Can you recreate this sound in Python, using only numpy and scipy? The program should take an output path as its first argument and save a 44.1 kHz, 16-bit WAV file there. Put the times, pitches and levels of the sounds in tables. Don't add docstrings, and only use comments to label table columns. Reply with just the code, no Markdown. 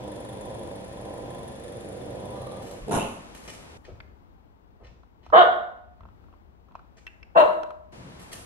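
import sys
import numpy as np
from scipy import signal
from scipy.fft import rfft, irfft, next_fast_len
from scipy.io import wavfile
from scipy.ndimage import uniform_filter1d, minimum_filter1d, map_coordinates

SR = 44100
rng = np.random.default_rng(int(sys.argv[2]) if len(sys.argv) > 2 else 0)


def to_wav(s):
    ch = np.atleast_2d(s).T
    pcm = np.round(np.clip(ch, -1, 1) * 32767)
    wavfile.write(sys.argv[1], SR, pcm.astype(np.int16))


N = 372729
TIME = np.arange(N) / SR

# freq_hz, correlation
FAR_ALIKE = [(50, 0.88), (130, 1), (330, 0.78), (700, 0.15), (1300, -0.19), (3000, -0.031), (10000, -0.53)]
NEAR_ALIKE = [(60, 0.52), (300, 1), (700, 0.72), (1400, -0.56), (3000, -0.032), (10000, -0.25)]


def amp(db):
    return 10 ** (np.asarray(db) / 20)


def unit(x):
    return x / np.sqrt(np.mean(x ** 2) + 1e-20)


def along(points, hz):
    f, v = np.transpose(points)
    return np.interp(np.log(hz + 1), np.log(f + 1), v)


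def curves(rows):
    s, *cols = np.transpose(rows)
    return [np.interp(TIME, s, c) for c in cols]


def wobble(rate_hz):
    knots = rng.standard_normal(int(N * rate_hz / SR) + 4)
    return map_coordinates(knots, [TIME * rate_hz])


def filtered(x, response):
    size = next_fast_len(x.shape[-1] + 8192)
    spectrum = rfft(x, size) * response(np.fft.rfftfreq(size, 1 / SR))
    return irfft(spectrum, size)[..., :x.shape[-1]]


def coloured(x, spectrum, size=4096):
    cepstrum = irfft(np.log(amp(along(spectrum, np.fft.rfftfreq(size, 1 / SR)))))
    cepstrum[1:size // 2] *= 2
    cepstrum[size // 2 + 1:] = 0
    impulse = irfft(np.exp(rfft(cepstrum)))
    return signal.oaconvolve(x, impulse)[:N]


def levelled(x, seconds):
    power = np.abs(uniform_filter1d(x * x, int(seconds * SR)))
    return x / np.sqrt(power + 1e-9)


def paired(noises, alike):
    turn = lambda hz: np.arccos(np.clip(along(alike, hz), -1, 1)) / 2
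    mid, side = filtered(noises, lambda hz: np.array([np.cos(turn(hz)), np.sin(turn(hz))]))
    return np.array([mid + side, mid - side])


def in_room(x, alike, direct_db, early_db, tail_db, early_t60=0.034, lag_ms=0.097):
    # freq_hz, t60_s
    room_t60 = [(100, 0.83), (300, 0.56), (700, 0.64), (1500, 0.63), (3000, 0.5), (6000, 0.64),
                (12000, 0.68)]
    age = TIME[:SR]
    hz, t, z = signal.stft(rng.standard_normal((2, SR)), SR, nperseg=256)
    decay = amp(-60 * t / along(room_t60, hz)[:, None])
    tail = signal.istft(z * decay, SR, nperseg=256)[1][:, :SR]
    tail = tail * (1 - np.exp(-age / 0.014))
    early = rng.standard_normal((2, SR)) * amp(-60 * age / early_t60)
    reflections = amp(early_db) * unit(early) + amp(tail_db) * unit(tail)
    walls = paired(reflections, alike) / np.sqrt(SR)
    delay = np.array([[-1j], [1j]]) * lag_ms / 1000
    direct = filtered(x, lambda hz: np.exp(np.pi * hz * delay))
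    return amp(direct_db) * direct + signal.fftconvolve(x[None], walls, axes=1)[:, :N]


def folds(pitch_hz, rough, jitter, shimmer_db):
    cycles = np.cumsum(pitch_hz * np.exp(jitter * wobble(260))) / SR
    at = np.interp(np.arange(1, int(cycles[-1])), cycles, np.arange(N))
    taps = at.astype(int)[:, None] + np.arange(-7, 9)
    offset = taps - at[:, None]
    shape = np.sinc(offset) * np.cos(np.pi * offset / 16) ** 2
    sizes = amp(shimmer_db * rng.standard_normal((len(at), 1)))
    pulses = np.bincount(np.clip(taps, 0, N).ravel(), (sizes * shape).ravel(), N + 1)[:N]
    pulses = pulses / np.sqrt(pitch_hz)
    air = rng.standard_normal(N) * (1 + np.cos(2 * np.pi * cycles)) ** 2
    rough = np.clip(rough, 0, 1)
    return np.sqrt(1 - rough) * unit(pulses - pulses.mean()) + np.sqrt(rough) * unit(air)


def push(s, attack_s, length_s, release_db_per_s):
    age = TIME - s
    release = amp(-release_db_per_s * np.maximum(age - length_s, 0))
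    return np.clip(age / attack_s, 0, 1) * release


def flutter():
    # time_s, rate_flaps_per_s
    flap_rates = [(1.52, 23.6), (1.6, 24.8), (1.9, 24.4), (2.05, 21.5), (2.3, 18.8)]
    from_s, to_s = .03, 2.6
    flap_s, scatter_db = 0.0094, 2.2
    stray_cycles = .08
    rate, = curves(flap_rates)
    started = TIME > from_s
    turns = started * np.abs(np.cumsum(rate * started) / SR + stray_cycles * wobble(15))
    u = turns % 1 / rate / flap_s
    sizes = amp(scatter_db * rng.standard_normal(int(turns.max()) + 1))
    return sizes[turns.astype(int)] * 2 * u * np.exp(1 - 2 * u) * (TIME < to_s)


def shifting(x, spectrum, factor, share):
    moved = [(hz * factor, db) for hz, db in spectrum]
    return coloured(x * (1 - share), spectrum) + coloured(x * share, moved)


def growl():
    # time_s, effort_db, open_band_db
    pushes = [(0, -38.5, -1.5), (.2, -43, -3), (.5, -40, -2), (.77, -41, -5.5), (.86, -47, -3),
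              (1.05, -41, -3), (1.39, -41.5, -1), (1.58, -45, -6.5), (1.87, -41.5, -14.5),
              (2.3, -39.5, -1.5), (2.48, -41, 0.5), (2.82, -46, -9)]
    # freq_hz, level_db
    closed_mouth = [(45, -19), (75, 0.5), (102, 1), (140, 0.5), (190, 0.5), (260, -4), (330, -1),
                    (420, -2.5), (530, 2.5), (640, -3.5), (720, -8), (830, -9.5), (1150, -37), (1750, -28),
                    (2400, -36.5), (5000, -47.5)]
    open_mouth = [(500, -45), (780, -4), (1020, 13.5), (1200, -35), (1450, -39), (1750, -27), (2200, -25),
                  (3000, -16), (3400, -5.5), (3900, -24.5), (6000, -55.5)]
    nose = [(1200, -41), (1750, 0), (2300, -24), (3100, -28), (3400, 1), (3900, -17.5), (6400, -24),
            (7100, -7), (7800, -31), (8700, -2.5), (9500, -1.5), (10500, -2), (11400, -30), (15000, -60)]
    shut_mouth_db, ajar_mouth_db, shut_lowers = -11.5, -4.5, 0.94
    lips_s, lips_width_s, lips_raise = 2.46, 0.098, 1.182
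    whistle_top_db, whistle_follows = -48.5, 0.22

    level_db, mouth_db = curves(pushes)
    shut = np.interp(mouth_db, [shut_mouth_db, ajar_mouth_db], [1, 0])
    lips = np.exp(-((TIME - lips_s) / lips_width_s) ** 2)
    flaps = flutter()
    throb = np.sqrt(flaps)
    source = folds(np.full(N, 102.), rough=.3, jitter=.19, shimmer_db=3.0)
    low_voice = shifting(source * (1 + .5 * throb), closed_mouth, shut_lowers, shut)
    upper_voice = shifting(source * (1 + 1.3 * throb), open_mouth, lips_raise, lips)
    voice = amp(level_db + 2.0) * levelled(low_voice, 0.039)
    voice += amp(level_db + mouth_db - 9.0) * levelled(upper_voice, 0.06)
    voice *= np.interp(TIME, [2.76, 2.84], [1, 0])

    whistle_db = whistle_top_db + whistle_follows * (level_db - level_db.max())
    nasal = coloured(folds(np.full(N, 170.), rough=0.56, jitter=0.14, shimmer_db=-1), nose)
    whistle = flaps * amp(whistle_db) * levelled(nasal, .03)
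    return (in_room(voice, FAR_ALIKE, direct_db=-2.5, early_db=-3, tail_db=-2.5, early_t60=0.098)
            + in_room(whistle, FAR_ALIKE, direct_db=-13.0, early_db=-1.5, tail_db=-4,
                      early_t60=0.017, lag_ms=0.13))


def background():
    # freq_hz, level_db
    far_floor = [(15, -41), (30, -10), (55, -1.5), (110, -9.5), (190, -7.5), (400, -11.5), (900, -13.5),
                 (1500, -19), (2700, -22), (6000, -30), (11000, -36), (12500, -44.5), (15500, -69.5)]
    near_floor = [(15, -41.5), (25, -17), (64, -1.5), (144, -20.5), (178, -15), (297, -18.5), (433, -22),
                  (598, -25.5), (871, -23), (1900, -37.5), (3440, -44.5), (9810, -61.5), (15500, -52)]
    # time_s, share_0_1
    far_share = [(0, 1), (3.772, 1), (3.78, 0), (7.918, 0), (7.928, 1), (8.46, 1)]
    # freq_hz, correlation
    far_likeness = [(50, 0.94), (130, 0.6), (330, 0.1), (700, -0.16), (3000, -0.6), (10000, -0.52)]
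    near_likeness = [(60, -0.033), (300, 0.078), (1200, -0.63), (8000, -0.41)]

    def hush(colour, alike):
        noise = paired(rng.standard_normal((2, N)), alike)
        return unit(filtered(noise, lambda hz: amp(along(colour, hz))))

    share, = curves(far_share)
    far = hush(far_floor, far_likeness) * amp([[-46], [-47.5]])
    near = hush(near_floor, near_likeness) * amp([[-52], [-58]])
    return share * far + (1 - share) * near * amp(1.4 * wobble(3.7))


def swell(s, length_s):
    u = np.clip((TIME - s) / length_s, 0, 20)
    return 2 * u * np.exp(1 - 2 * u)


def touch(s, db, length_s, response):
    span = SR // 2
    start = min(round(s * SR), N - 1)
    grain = np.zeros(N + span)
    grain[start:][:span] = unit(filtered(rng.standard_normal(span), response))
    return amp(db) * swell(s, length_s) * grain[:N]


def paws():
    # start_s, level_db, length_s, upper_edge_hz, strokes
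    scuff_rows = [(2.615, -50.5, 0.023, 13000, 3), (3.345, -50.5, 0.023, 13200, 1),
                  (3.434, -51.5, 0.024, 12900, 3), (3.473, -42, .018, 8300, 1),
                  (3.841, -57.5, 0.028, 6100, 1), (4.83, -59.5, 0.039, 5500, 1),
                  (5.225, -63, 0.045, 5500, 1), (5.994, -68, 0.039, 2160, 1),
                  (6.751, -63.5, 0.011, 5060, 1), (6.965, -58.5, 0.021, 7000, 1),
                  (8.192, -52.5, 0.033, 13100, 1), (8.314, -42.5, 0.026, 13800, 1)]
    # freq_hz, level_db
    scuff_colour = [(300, 0.5), (1200, -3.5), (2700, -2.5), (4500, -7), (7000, -3.5), (10800, -1.5),
                    (12500, -5.5), (15500, -26)]
    # start_s, level_db, length_s, pitch_hz
    step_rows = [(2.803, -37, 0.03, 61.5), (3.874, -46.5, 0.026, 520), (3.882, -48, .052, 78),
                 (4.797, -54.5, 0.045, 560), (4.807, -51, 0.068, 76), (5.279, -46.5, .025, 65.7),
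                 (6.0, -50.5, .05, 75.6), (7.961, -47, 0.11, 138)]
    stroke_gap_s = .044

    scuffs = np.zeros(N)
    for s, db, length_s, edge_hz, strokes in scuff_rows:
        band = lambda hz: amp(along(scuff_colour, hz)) / (1 + (hz / edge_hz) ** 6)
        for k in range(round(strokes)):
            scuffs += touch(s + k * stroke_gap_s, db, length_s, band)
    steps = np.zeros(N)
    for s, db, length_s, pitch_hz in step_rows:
        thud = lambda hz: (hz * pitch_hz / (pitch_hz ** 2 - hz ** 2 + 1j * hz * pitch_hz)) ** 2
        steps += touch(s, db, length_s, thud)
    grainy = scuffs * amp(4.2 * wobble(400))
    return (in_room(grainy, FAR_ALIKE, direct_db=-8, early_db=-1.5, tail_db=-2)
            + in_room(steps, FAR_ALIKE, direct_db=-4.5, early_db=-5.0, tail_db=-3.5))


def call(row, throat, jitter, shimmer_db, steady_air_db):
    s, attack_s, hold_s, release_db_per_s, level_db, top_hz, rough = row
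    top_s, sag_per_s = 2.7, 2.8
    pitch_hz = top_hz * np.exp(-sag_per_s * np.minimum(np.abs(TIME - top_s), .2))
    source = folds(pitch_hz, rough, jitter, shimmer_db) + amp(steady_air_db) * rng.standard_normal(N)
    voice = levelled(coloured(source, throat), 0.015)
    return push(s, attack_s, attack_s + hold_s, release_db_per_s) * amp(level_db) * voice


def woof():
    # start_s, attack_s, hold_s, release_db_per_s, level_db, pitch_at_2.7_s_hz, rough_0_1
    calls = [(2.863, 0.028, 0.081, 237, -29, 115, 0.82), (2.909, 0.0072, 0.043, 139, -26, 190.8, 0.8),
             (2.965, .045, .006, 184, -39, 179.3, 0.8)]
    # freq_hz, level_db
    chest_colour = [(50, -28), (100, 0), (190, 0.5), (270, -3.5), (380, 4.5), (600, -4), (830, -9),
                    (1200, -32), (2500, -26.5), (5000, -41), (11000, -33), (14000, -73)]
    mouth_colour = [(120, -7.5), (200, 5), (400, -10), (650, 0), (900, 2.5), (1150, -4.5), (1400, -9.5),
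                    (1800, -18), (2700, -18), (3300, -21), (4000, -23), (4700, -39), (6200, -21),
                    (8000, -26), (10600, -18.5), (12500, -40), (15500, -65.5)]
    rasp_colour = [(1500, -29), (2200, -5.5), (2650, 7.5), (3200, -2), (3600, -13), (4500, -18),
                   (12000, -58)]
    chest = call(calls[0], chest_colour, jitter=.14, shimmer_db=6, steady_air_db=-15)
    mouth = call(calls[1], mouth_colour, jitter=.2, shimmer_db=11, steady_air_db=-1.5)
    rasp = call(calls[2], rasp_colour, jitter=.1, shimmer_db=-1, steady_air_db=-10)
    return in_room(chest + mouth + rasp, FAR_ALIKE, direct_db=-2.5, early_db=1.0, tail_db=-3.5)


def patter(count):
    # start_s, length_s, level_db
    runs = [(6.018, .075, -50.5), (6.239, 0.13, -54), (6.648, .17, -51)]
    pitch_hz, scatter_db = 1290, 1
    return [(s + length_s * (k + rng.random()) / count,
             db + scatter_db * rng.standard_normal(), pitch_hz)
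            for s, length_s, db in runs for k in range(count)]


def ticks():
    # start_s, level_db, pitch_hz
    tick_rows = [(4.003, -34.5, 2260), (5.033, -50, 1300), (5.264, -38.5, 1250), (5.301, -38.5, 1243),
                 (6.007, -45, 1233), (6.721, -48, 1210), (6.753, -35, 1234), (6.793, -45.5, 1380),
                 (7.067, -33, 2570), (7.076, -38.5, 2610), (7.229, -36.5, 2540), (7.633, -27, 1290),
                 (7.706, -35, 1200)]
    # pitch_ratio, level_db, t60_s
    claw_modes = [(.5, -7, 0.0077), (0.619, -5, 0.013), (.78, -3.5, 0.012), (.92, -3, 0.01),
                  (1.03, -1, .016), (2.05, -12.5, .007)]
    out, age = np.zeros(N + SR), TIME[:SR // 20]
    for s, db, pitch_hz in tick_rows + patter(count=4):
        ring = np.zeros(len(age))
        for ratio, level_db, t60 in claw_modes:
            strength = amp(level_db + rng.normal(0, 3.9))
            tone = np.sin(2 * np.pi * (ratio * pitch_hz * age + rng.random()))
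            ring += strength * tone * np.exp(-np.log(1000) * age / t60)
        burst = rng.standard_normal(len(age)) * np.exp(-age / 0.00072)
        crack = filtered(burst, lambda hz: 1 / (1 + (hz / 4000) ** 4))
        contact = ring * (1 - np.exp(-age / 0.0005)) + .5 * crack
        out[round(s * SR):][:len(age)] += amp(db + 5) * contact
    return in_room(out[:N], NEAR_ALIKE, direct_db=-6.5, early_db=-1.5, tail_db=-12.5,
                   early_t60=.02, lag_ms=0.018)


def standing(x):
    # freq_hz, level_db, t60_s
    modes = [(309, -3, 0.93), (525, -3.5, .6), (614, 0, 0.78), (700, -4, 0.43), (775, -10.5, 0.63),
             (950, -3.5, 0.8), (1222, -1.5, 0.52), (1460, 6.5, 0.66), (1850, 2, .6), (1940, 4, 0.96)]
    age, ports_rad = TIME[:SR], np.array([[-1.05], [1.05]])
    ring = sum(amp(db) * np.sin(2 * np.pi * hz * age + ports_rad) * np.exp(-np.log(1000) * age / t60)
               for hz, db, t60 in modes)
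    return signal.fftconvolve(x[None], ring * 20 / SR, axes=1)[:, :N]


def bark(row, tone, throat, rough, lag_ms, tone_direct_db, tone_tail_db, modes_db,
         rasp_direct_db, rasp_early_db, rasp_tail_db):
    s, attack_s, length_s, release_db_per_s, tone_db, rasp_db, top_hz, top_s, open_s, open_db = row
    rise_hz_per_s, sag_hz_per_s = 1350, 580
    slack_hz_per_s = 440
    rasp_attack_s, tone_lag_s = .018, 0.0047
    rasp_fade_db_per_s = 147
    shut_db = -19.5

    age = np.clip(TIME - s, 0, 2 * length_s)
    pitch_hz = (top_hz - rise_hz_per_s * np.maximum(top_s - age, 0)
                - sag_hz_per_s * np.maximum(age - top_s, 0)
                - slack_hz_per_s * np.maximum(age - length_s, 0))
    mouth_db = np.interp(age, [0, open_s], [shut_db, open_db])
    unsettled = np.exp(-age / 0.042)

    stray = np.exp((0.0066 + 0.07 * unsettled) * wobble(300))
    phase = 2 * np.pi * np.cumsum(pitch_hz * stray) / SR
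    harmonics = unit(sum(amp(db) * np.sin(round(k) * phase) for k, db in tone))
    tone_gain = push(s + tone_lag_s, attack_s, length_s - tone_lag_s, release_db_per_s)
    clear = tone_gain * amp(tone_db) * harmonics

    source = folds(pitch_hz, rough + unsettled, jitter=.012, shimmer_db=3.5)
    rasp = levelled(coloured(source, throat), 0.0091)
    treble = filtered(rasp, lambda hz: 1 - 1 / (1 + (hz / 1700) ** 4))
    mouthed = rasp + (amp(mouth_db) - 1) * treble
    fading_db = rasp_db - rasp_fade_db_per_s * np.maximum(age - rasp_attack_s, 0)
    rasp = push(s, rasp_attack_s, length_s, release_db_per_s) * amp(fading_db) * mouthed
    return (in_room(clear, NEAR_ALIKE, tone_direct_db, early_db=-11.0, tail_db=tone_tail_db, lag_ms=lag_ms)
            + amp(modes_db) * standing(clear)
            + in_room(rasp, NEAR_ALIKE, rasp_direct_db, rasp_early_db, rasp_tail_db,
                      early_t60=0.094, lag_ms=lag_ms))


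def barks():
    # start_s, attack_s, length_s, release_db_per_s, tone_db, rasp_db, top_pitch_hz,
    # time_to_top_s, time_to_open_s, open_treble_db
    bark_rows = [(5.323, 0.022, .097, 1499.5, -7, -10.5, 367.5, .066, 0.058, 5),
                 (7.349, 0.021, .058, 450, -10, -12, 339.7, .016, 0.03, 2.5)]
    # pitch_multiple, level_db
    high_tone = [(1, -29.5), (2, -1.5), (3, -27), (4, -14), (5, -28.5), (6, -36.5)]
    low_tone = [(1, -21.5), (2, 4), (3, -4.5), (4, -15.5), (5, -32), (6, -38)]
    # freq_hz, level_db
    high_throat = [(120, -31), (330, -16.5), (520, -2), (690, -2.5), (880, -4.5), (1250, 0.5), (1700, -9),
                   (2300, -22.5), (2550, -33), (2900, -16), (3800, -21.5), (4200, -38.5), (4650, -42),
                   (5100, -56.5), (7200, -57), (7800, -53), (8600, -64.5), (12000, -55), (15500, -65.5)]
    low_throat = [(120, -25.5), (320, -11), (460, 0.5), (640, -4.5), (800, -1), (980, 3), (1300, -3.5),
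                  (1800, -18), (2500, -26.5), (2740, -10.5), (3050, -23), (3500, -31), (4000, -24),
                  (4450, -40), (5000, -48), (7800, -46.5), (9000, -55.5), (11000, -48), (15500, -62)]
    high = bark(bark_rows[0], high_tone, high_throat, rough=0.23, lag_ms=0.24,
                tone_direct_db=0.5, tone_tail_db=-7.5, modes_db=3.5,
                rasp_direct_db=-3.0, rasp_early_db=5, rasp_tail_db=-1.5)
    low = bark(bark_rows[1], low_tone, low_throat, rough=.15, lag_ms=0.35,
               tone_direct_db=-1.5, tone_tail_db=-8.5, modes_db=7.0,
               rasp_direct_db=-9.0, rasp_early_db=0, rasp_tail_db=-4.0)
    return high * amp([[-.5], [.5]]) + low * amp([[.8], [-.8]])


def scene():
    return growl() + background() + paws() + woof() + ticks() + barks()


def record(dry):
    top_hz = 15750
    needed = 1 / np.maximum(np.abs(dry).max(axis=0), 1)
    gain = uniform_filter1d(minimum_filter1d(needed, size=800), size=800)
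    return filtered(dry * gain, lambda hz: hz < top_hz)


dry = scene()
out = record(dry)
to_wav(out)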